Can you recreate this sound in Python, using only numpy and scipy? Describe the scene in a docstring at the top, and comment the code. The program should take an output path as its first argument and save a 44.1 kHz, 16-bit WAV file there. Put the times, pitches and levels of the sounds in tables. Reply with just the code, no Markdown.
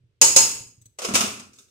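"""Tiled kitchen, close to the counter, two microphones: two sharp glass clinks amid soft bumps, then faint ticks.
A jar slides with a falling hollow note and clatters to rest; light glass touches follow, over a quiet low rumble.
Contacts are filtered noise dying away in the room; glass, jar and counter ring as wavering sine modes.
The slide is random friction grains through resonances. A suppressor thins faint sound; loud peaks clip softly."""
import sys
import numpy as np
from scipy import signal
from scipy.fft import irfft
from scipy.io import wavfile
from scipy.ndimage import uniform_filter1d

SR = 44100
rng = np.random.default_rng(int(sys.argv[2]) if len(sys.argv) > 2 else 0)


def store_wav(level_fs):
    """Save 16-bit WAV to argv[1]."""
    pcm = np.round(np.clip(np.atleast_2d(level_fs), -1, 1) * 32767)
    wavfile.write(sys.argv[1], SR, pcm.T.astype(np.int16))


N = 74970  # samples, 1.7 s

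# Likeness of diffuse sound at the two microphones: (frequency [Hz], correlation [-1 to 1])
LIKENESS = [(30, .4), (120, .9), (300, .7), (600, .35), (1100, -0.11), (2000, -0.072), (16000, 0.034)]
# Colour of glassy clack and grit: (frequency [Hz], relative level [dB])
CLACK_COLOUR = [(200, -37), (1000, -18), (1850, -9.5), (2600, 0.5), (3400, -5.5), (4500, -5.5),
                (5150, -0.5), (5550, -2), (6700, 0.5), (7300, -4.5), (8400, -6), (9500, -8.5),
                (11500, -14.5), (15500, -22)]


def amp(db):
    """Decibels to gain."""
    return 10 ** (np.asarray(db) / 20)


def evened(x):
    """Scales to rms 1."""
    return x / np.sqrt(np.mean(x ** 2) + 1e-20)


def read(points, hz):
    """Reads a table on a log-frequency axis."""
    f, value = np.transpose(points)
    return np.interp(np.log(hz + 1), np.log(f + 1), value)


def add(mix, s, sound):
    """Mixes a sound in at time s, cut off at the end of the mix."""
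    part = mix[:, max(round(s * SR), 0):][:, :sound.shape[-1]]
    part += sound[..., :part.shape[1]]


def coloured(x, points, unit=True, size=4096):
    """Causal minimum-phase filter with the given spectrum, of unit energy unless told otherwise."""
    hz = abs(np.fft.fftfreq(size, 1 / SR))
    log_gain = np.log(amp(read(points, hz)))
    spectrum = np.exp(np.conj(signal.hilbert(log_gain)))
    taps = np.fft.ifft(spectrum).real[:size // 2]
    if unit:
        taps = taps / np.linalg.norm(taps)
    return signal.oaconvolve(x, taps[None], axes=1)[:, :x.shape[1]]


def resonate(x, hz, width_hz):
    """A resonance that follows hz: shift it to zero, low-pass with two equal poles, shift back."""
    turn = np.exp(2j * np.pi * np.cumsum(hz * np.ones(N)) / SR)
    r = np.exp(-np.pi * width_hz / SR)
    lowered = x / turn + 1e-18
    return (turn * signal.lfilter([(1 - r) ** 2], [1, -2 * r, r * r], lowered)).real


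def diffuse(size=65536):
    """Sound from all sides: flat spectrum, random phase, most alike at both microphones in the bass."""
    hz = np.fft.rfftfreq(size, 1 / SR)
    a, b = np.exp(2j * np.pi * rng.random((2, len(hz))))
    same = np.clip(read(LIKENESS, hz), -1, 1)
    return evened(irfft([a, same * a + np.sqrt(1 - same ** 2) * b]))


def room(early_db, size=256):
    """One contact as heard: a dense cluster off counter and tiles, then the kitchen's tail."""
    # Decay of the kitchen: (frequency [Hz], t60 [s])
    decay = [(60, 0.68), (200, 0.84), (500, 0.48), (1200, 0.5243), (2700, 0.5281), (6500, 0.4668),
             (10000, 0.4922), (15000, 0.55)]
    early_s = .012  # the cluster's extra level falls away around here
    hz, t, z = signal.stft(diffuse()[:, :SR], SR, nperseg=size)
    dying = z * amp(-60 * t / read(decay, hz)[:, None])
    tail = signal.istft(dying, SR, nperseg=size)[1][:, :SR]
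    return tail * (1 + amp(early_db) / (1 + (np.arange(SR) / SR / early_s) ** 6))


def ring(modes, waver, waver_s, size=1000):
    """Dying modes; reflections make each waver differently at the two microphones."""
    t = np.arange(SR) / SR
    out = np.zeros((2, SR))
    for hz, db, t60 in modes:
        # Only the second microphone departs from the first, most where likeness is low
        unlike = (1 - np.clip(read(LIKENESS, hz), 0, 1)) * np.array([[0], [1]])
        knots = rng.standard_normal((2, size)) + 1j * rng.standard_normal((2, size))
        knots = knots[0] + np.sqrt(unlike) * (knots - knots[0])
        phase = np.exp(1j * np.pi * rng.uniform(-0.8, 1) * unlike)
        knots = phase + waver * knots
        drift = np.array([np.interp(t / waver_s, np.arange(size), k) for k in knots])
        out += amp(db - 60 * t / t60) * (drift * np.exp(2j * np.pi * hz * t)).imag
    return out


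def rumble():
    """Quiet low rumble of the room: diffuse noise weighted to the bass."""
    # Colour of the rumble: (frequency [Hz], relative level [dB])
    rumble_colour = [(25, -17), (110, 1), (200, -18.5), (450, -12), (800, -27.5), (3000, -23.5),
                     (7000, -33.5), (15000, -49)]
    level_db = -68
    return amp(level_db) * evened(coloured(diffuse(size=2 * N)[:, :N], rumble_colour))


def handling():
    """Faint ticks and light touches as short noise in the room, and soft bumps as a decaying low mode."""
    # Faint ticks: (time [s], level [dB])
    ticks = [(0.8150, -63), (0.8560, -59.5)]
    # Light touches of glass on glass: (time [s], level [dB], ping level [dB])
    touches = [(1.533, -53, -76), (1.5600, -57, -76), (1.5862, -49.5, -49), (1.6820, -63.5, -66.5)]
    # Soft bumps of movement: (time [s], level [dB])
    bumps = [(0.008, -54), (0.040, -46.5), (0.093, -56.5), (0.555, -44), (0.605, -41.5), (0.664, -43.5),
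             (0.779, -47), (0.811, -47), (0.858, -48)]
    # Colours of tick and touch: (frequency [Hz], relative level [dB])
    tick_colour = [(200, -15), (800, -25), (3000, -21), (4000, -14), (5600, -23.5), (6000, -6),
                   (6650, -10.5), (7400, -21), (7850, -3.5), (8300, -14.5), (9500, -18.5), (15500, -19.5)]
    touch_colour = [(100, -22), (420, 3), (800, -12), (1350, 1.5), (1900, -9.5), (2600, 0), (3200, -6),
                    (3620, 2), (4100, -2), (5500, 2.5), (6400, 5), (8200, -0.5), (10000, -6), (15500, -11)]
    # Ping of a lightly touched glass: (frequency [Hz], relative level [dB], t60 [s])
    ping_modes = [(3620, -1, .08), (6500, -3, .15)]
    bump_hz, bump_t60_s, bump_rise_s = 114, 0.13, 0.002
    out = np.zeros((2, N))
    for s, db in ticks:
        add(out, s, amp(db) * coloured(room(early_db=8), tick_colour))
    for s, db, ping_db in touches:
        add(out, s, amp(db) * coloured(room(early_db=-10.5), touch_colour))
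        add(out, s, amp(ping_db) * ring(ping_modes, waver=0.089, waver_s=0.023))
    rise = 1 - np.exp(-np.arange(SR) / SR / bump_rise_s)
    for s, db in bumps:
        add(out, s, amp(db) * rise * ring([(bump_hz, 0, bump_t60_s)], waver=0.16, waver_s=.015))
    return out


def slide():
    """Friction grains excite a falling hollow note, a glassy grit and a brief squeak."""
    # Course of the slide: (time [s], level [dB], hollow resonance [Hz])
    course = [(0.984, -63.5, 569), (0.994, -42.5, 550), (1.014, -48.5, 528), (1.036, -38, 493),
              (1.052, -31.5, 459), (1.073, -37, 395), (1.088, -40.5, 290), (1.135, -46.5, 260)]
    # Squeak: (centre time [s], bell-curve spread [s], pitch [Hz], width [Hz], level [dB])
    at, spread, pitch_hz, squeak_width_hz, squeak_db = (1.060, .007, 5230, 200, -31)
    hollow_width_hz, grit_db, grains_per_s, room_db = 113, 1, 1200, -5
    t = np.arange(N) / SR
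    s, db, hz = np.transpose(course)
    level = amp(np.interp(t, s, db, left=-150, right=-150))
    grains = rng.standard_normal((2, N)) * (rng.random((2, N)) < grains_per_s / SR)
    shared_grains = grains + .5 * grains[::-1]  # each microphone also gets some of the other's
    hollow = evened(resonate(shared_grains, np.interp(t, s, hz), hollow_width_hz))
    grit = amp(grit_db) * evened(coloured(grains, CLACK_COLOUR))
    scrape = level * (hollow + grit)
    squeak = amp(squeak_db) * evened(resonate(grains, pitch_hz, squeak_width_hz))
    squeak = squeak * np.exp(-.5 * ((t - at) / spread) ** 2)
    walls = room(early_db=-19)
    walls = walls / np.linalg.norm(walls[0])
    return scrape + squeak + amp(room_db) * signal.fftconvolve(scrape, walls, axes=1)[:, :N]


def knocks():
    """The jar rocks on its base and bumps its neighbours; the counter thumps beneath."""
    # Jar knocks: (time [s], glassy clack level [dB], hollow knock level [dB], counter thump level [dB])
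    hits = [(0.9876, -40, -42, -76.5), (1.019, -39.5, -41.5, -49.5), (1.0471, -36, -36.5, -65.5),
            (1.0870, -40, -36.5, -26.5), (1.1080, -66, -40.5, -28.5), (1.1380, -31, -37, -20.5),
            (1.1447, -25.5, -34, -26.5), (1.1533, -19.5, -28, -35.5), (1.2067, -26.5, -30, -27.5),
            (1.2370, -35.5, -46.5, -27.5), (1.3961, -47.5, -53.5, -44)]
    # Colours of knock and thump: (frequency [Hz], relative level [dB])
    knock_colour = [(40, -37.5), (200, -26), (400, -5), (540, -5.5), (680, -2), (880, -8), (1090, -1.5),
                    (1190, -2), (1320, 0.5), (1750, -14.5), (3500, -15), (9000, -48)]
    thump_colour = [(30, -24), (60, -24), (90, -2.5), (150, -21.5), (230, 2.5), (300, -6), (385, -5.5),
                    (500, -13.5), (1000, -32), (4000, -61.5)]
    # Modes of the knocked jar and of the counter: (frequency [Hz], relative level [dB], t60 [s])
    jar_modes = [(1297, -9, .55), (2560, -8, .25), (2879, -5, .3), (3560, -6, .35), (5146, 0, .35),
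                 (5922, -5, .3), (6122, -5, .35), (6625, -4, .3), (7974, -6, .3)]
    counter_modes = [(81.5, -41.5, 1), (122.2, -25.5, 1), (206.7, -8, 0.45), (227, 1.5, 0.097),
                     (382, -4, 0.064)]
    jar_db, boom_db, thump_rise_s = -9, -15.5, .002
    out = np.zeros((2, N))
    rise = 1 - np.exp(-np.arange(SR) / SR / thump_rise_s)
    for s, clack_db, knock_db, thump_db in hits:
        clack = coloured(room(early_db=0.5), CLACK_COLOUR)
        jar = amp(jar_db) * ring(jar_modes, waver=.5, waver_s=0.041)
        add(out, s, amp(clack_db) * (clack + jar))
        add(out, s, amp(knock_db) * coloured(room(early_db=-3), knock_colour))
        boom = amp(boom_db) * coloured(room(early_db=-2), thump_colour)
        counter = rise * ring(counter_modes, waver=0.11, waver_s=0.017)
        add(out, s, amp(thump_db) * (counter + boom))
    return out


def clinks():
    """Two hard taps: a bright crack of noise, hollow body modes and the ringing of the glass."""
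    # Sharp clinks: (time [s], level [dB], ringing level [dB])
    taps = [(0.2145, -10, -16), (0.3626, -10, -17)]
    # Colour of the crack: (frequency [Hz], relative level [dB])
    crack_colour = [(30, -27.5), (150, -19), (330, -17.5), (540, -11.5), (700, -19), (1000, -12.5),
                    (1800, -19), (2700, -9.5), (3250, -14.5), (3850, -16), (4180, -8.5), (4700, -11),
                    (5050, 0.5), (5750, -12.5), (6300, -1), (6820, 2), (7250, -6.5), (8200, -5.5),
                    (9300, -15), (10600, -11), (11300, -21), (14500, -21.5), (16000, -31)]
    # Modes of the struck glass and its low body: (frequency [Hz], relative level [dB], t60 [s])
    glass_modes = [(2659, -15, .5), (2937, -14, .3), (4213, -13, .4), (4977, -8, .3), (5036, -8, .4),
                   (5137, -10, .45), (5479, -12, .38), (6280, 0, .42), (6310, -4, .45), (6532, -5, .38),
                   (6657, -7, .35), (6721, -5, .38), (6826, 2, .46), (7665, -8, .4), (8511, -11, .42)]
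    body_modes = [(548, -12, .16), (907, -15, .42)]
    out = np.zeros((2, N))
    for s, db, ring_db in taps:
        add(out, s, amp(db) * coloured(room(early_db=-5), crack_colour))
        add(out, s, amp(ring_db) * ring(glass_modes, waver=0.57, waver_s=.025))
        add(out, s, amp(db) * ring(body_modes, waver=.3, waver_s=.015))
    return out


def suppress(x, size=512):
    """Noise suppressor: turns down whatever is faint, band by band."""
    below_db, depth_db = -76, 8  # power in a band where half the depth applies; greatest cut
    z = signal.stft(x, SR, nperseg=size)[2]
    power = uniform_filter1d(abs(z) ** 2, size=5, axis=1)  # smooth across bands
    power = uniform_filter1d(power, size=3, axis=2)  # then across time
    faint = 1 / (1 + abs(power) / amp(below_db) ** 2)
    return signal.istft(z * amp(-depth_db * faint), SR, nperseg=size)[1][:, :N]


def scene():
    """All the sounds at the counter, from the background to the clinks."""
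    return rumble() + handling() + slide() + knocks() + clinks()


def record(dry):
    """Each microphone has its own colour; faint sound is suppressed, peaks softly clipped, treble cut."""
    # Balance of the microphones: (frequency [Hz], left minus right [dB])
    balance = [(100, -2), (1200, 1), (2700, -0.5), (4500, -1), (5200, -1.5), (6600, -4.5), (7150, -3),
               (7900, 12.5), (9300, 7.5), (10700, -1), (11800, 6), (14500, -1)]
    ceiling, knee = .92, .55  # of full scale: limit of the soft clip, level where it begins
    edge_hz = 15800
    left = coloured(dry[[0]], [(hz, db / 2) for hz, db in balance], unit=False)
    right = coloured(dry[[1]], [(hz, -db / 2) for hz, db in balance], unit=False)
    x = suppress(np.vstack([left, right]))
    span = ceiling - knee
    excess = np.maximum(abs(x) - knee, 0)
    x = np.clip(x, -knee, knee) + np.sign(x) * span * np.tanh(excess / span)
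    low_pass = signal.firwin(511, edge_hz, window=("kaiser", 9), fs=SR)
    return signal.oaconvolve(x, low_pass[None], "same")


dry = scene()
out = record(dry)
store_wav(out)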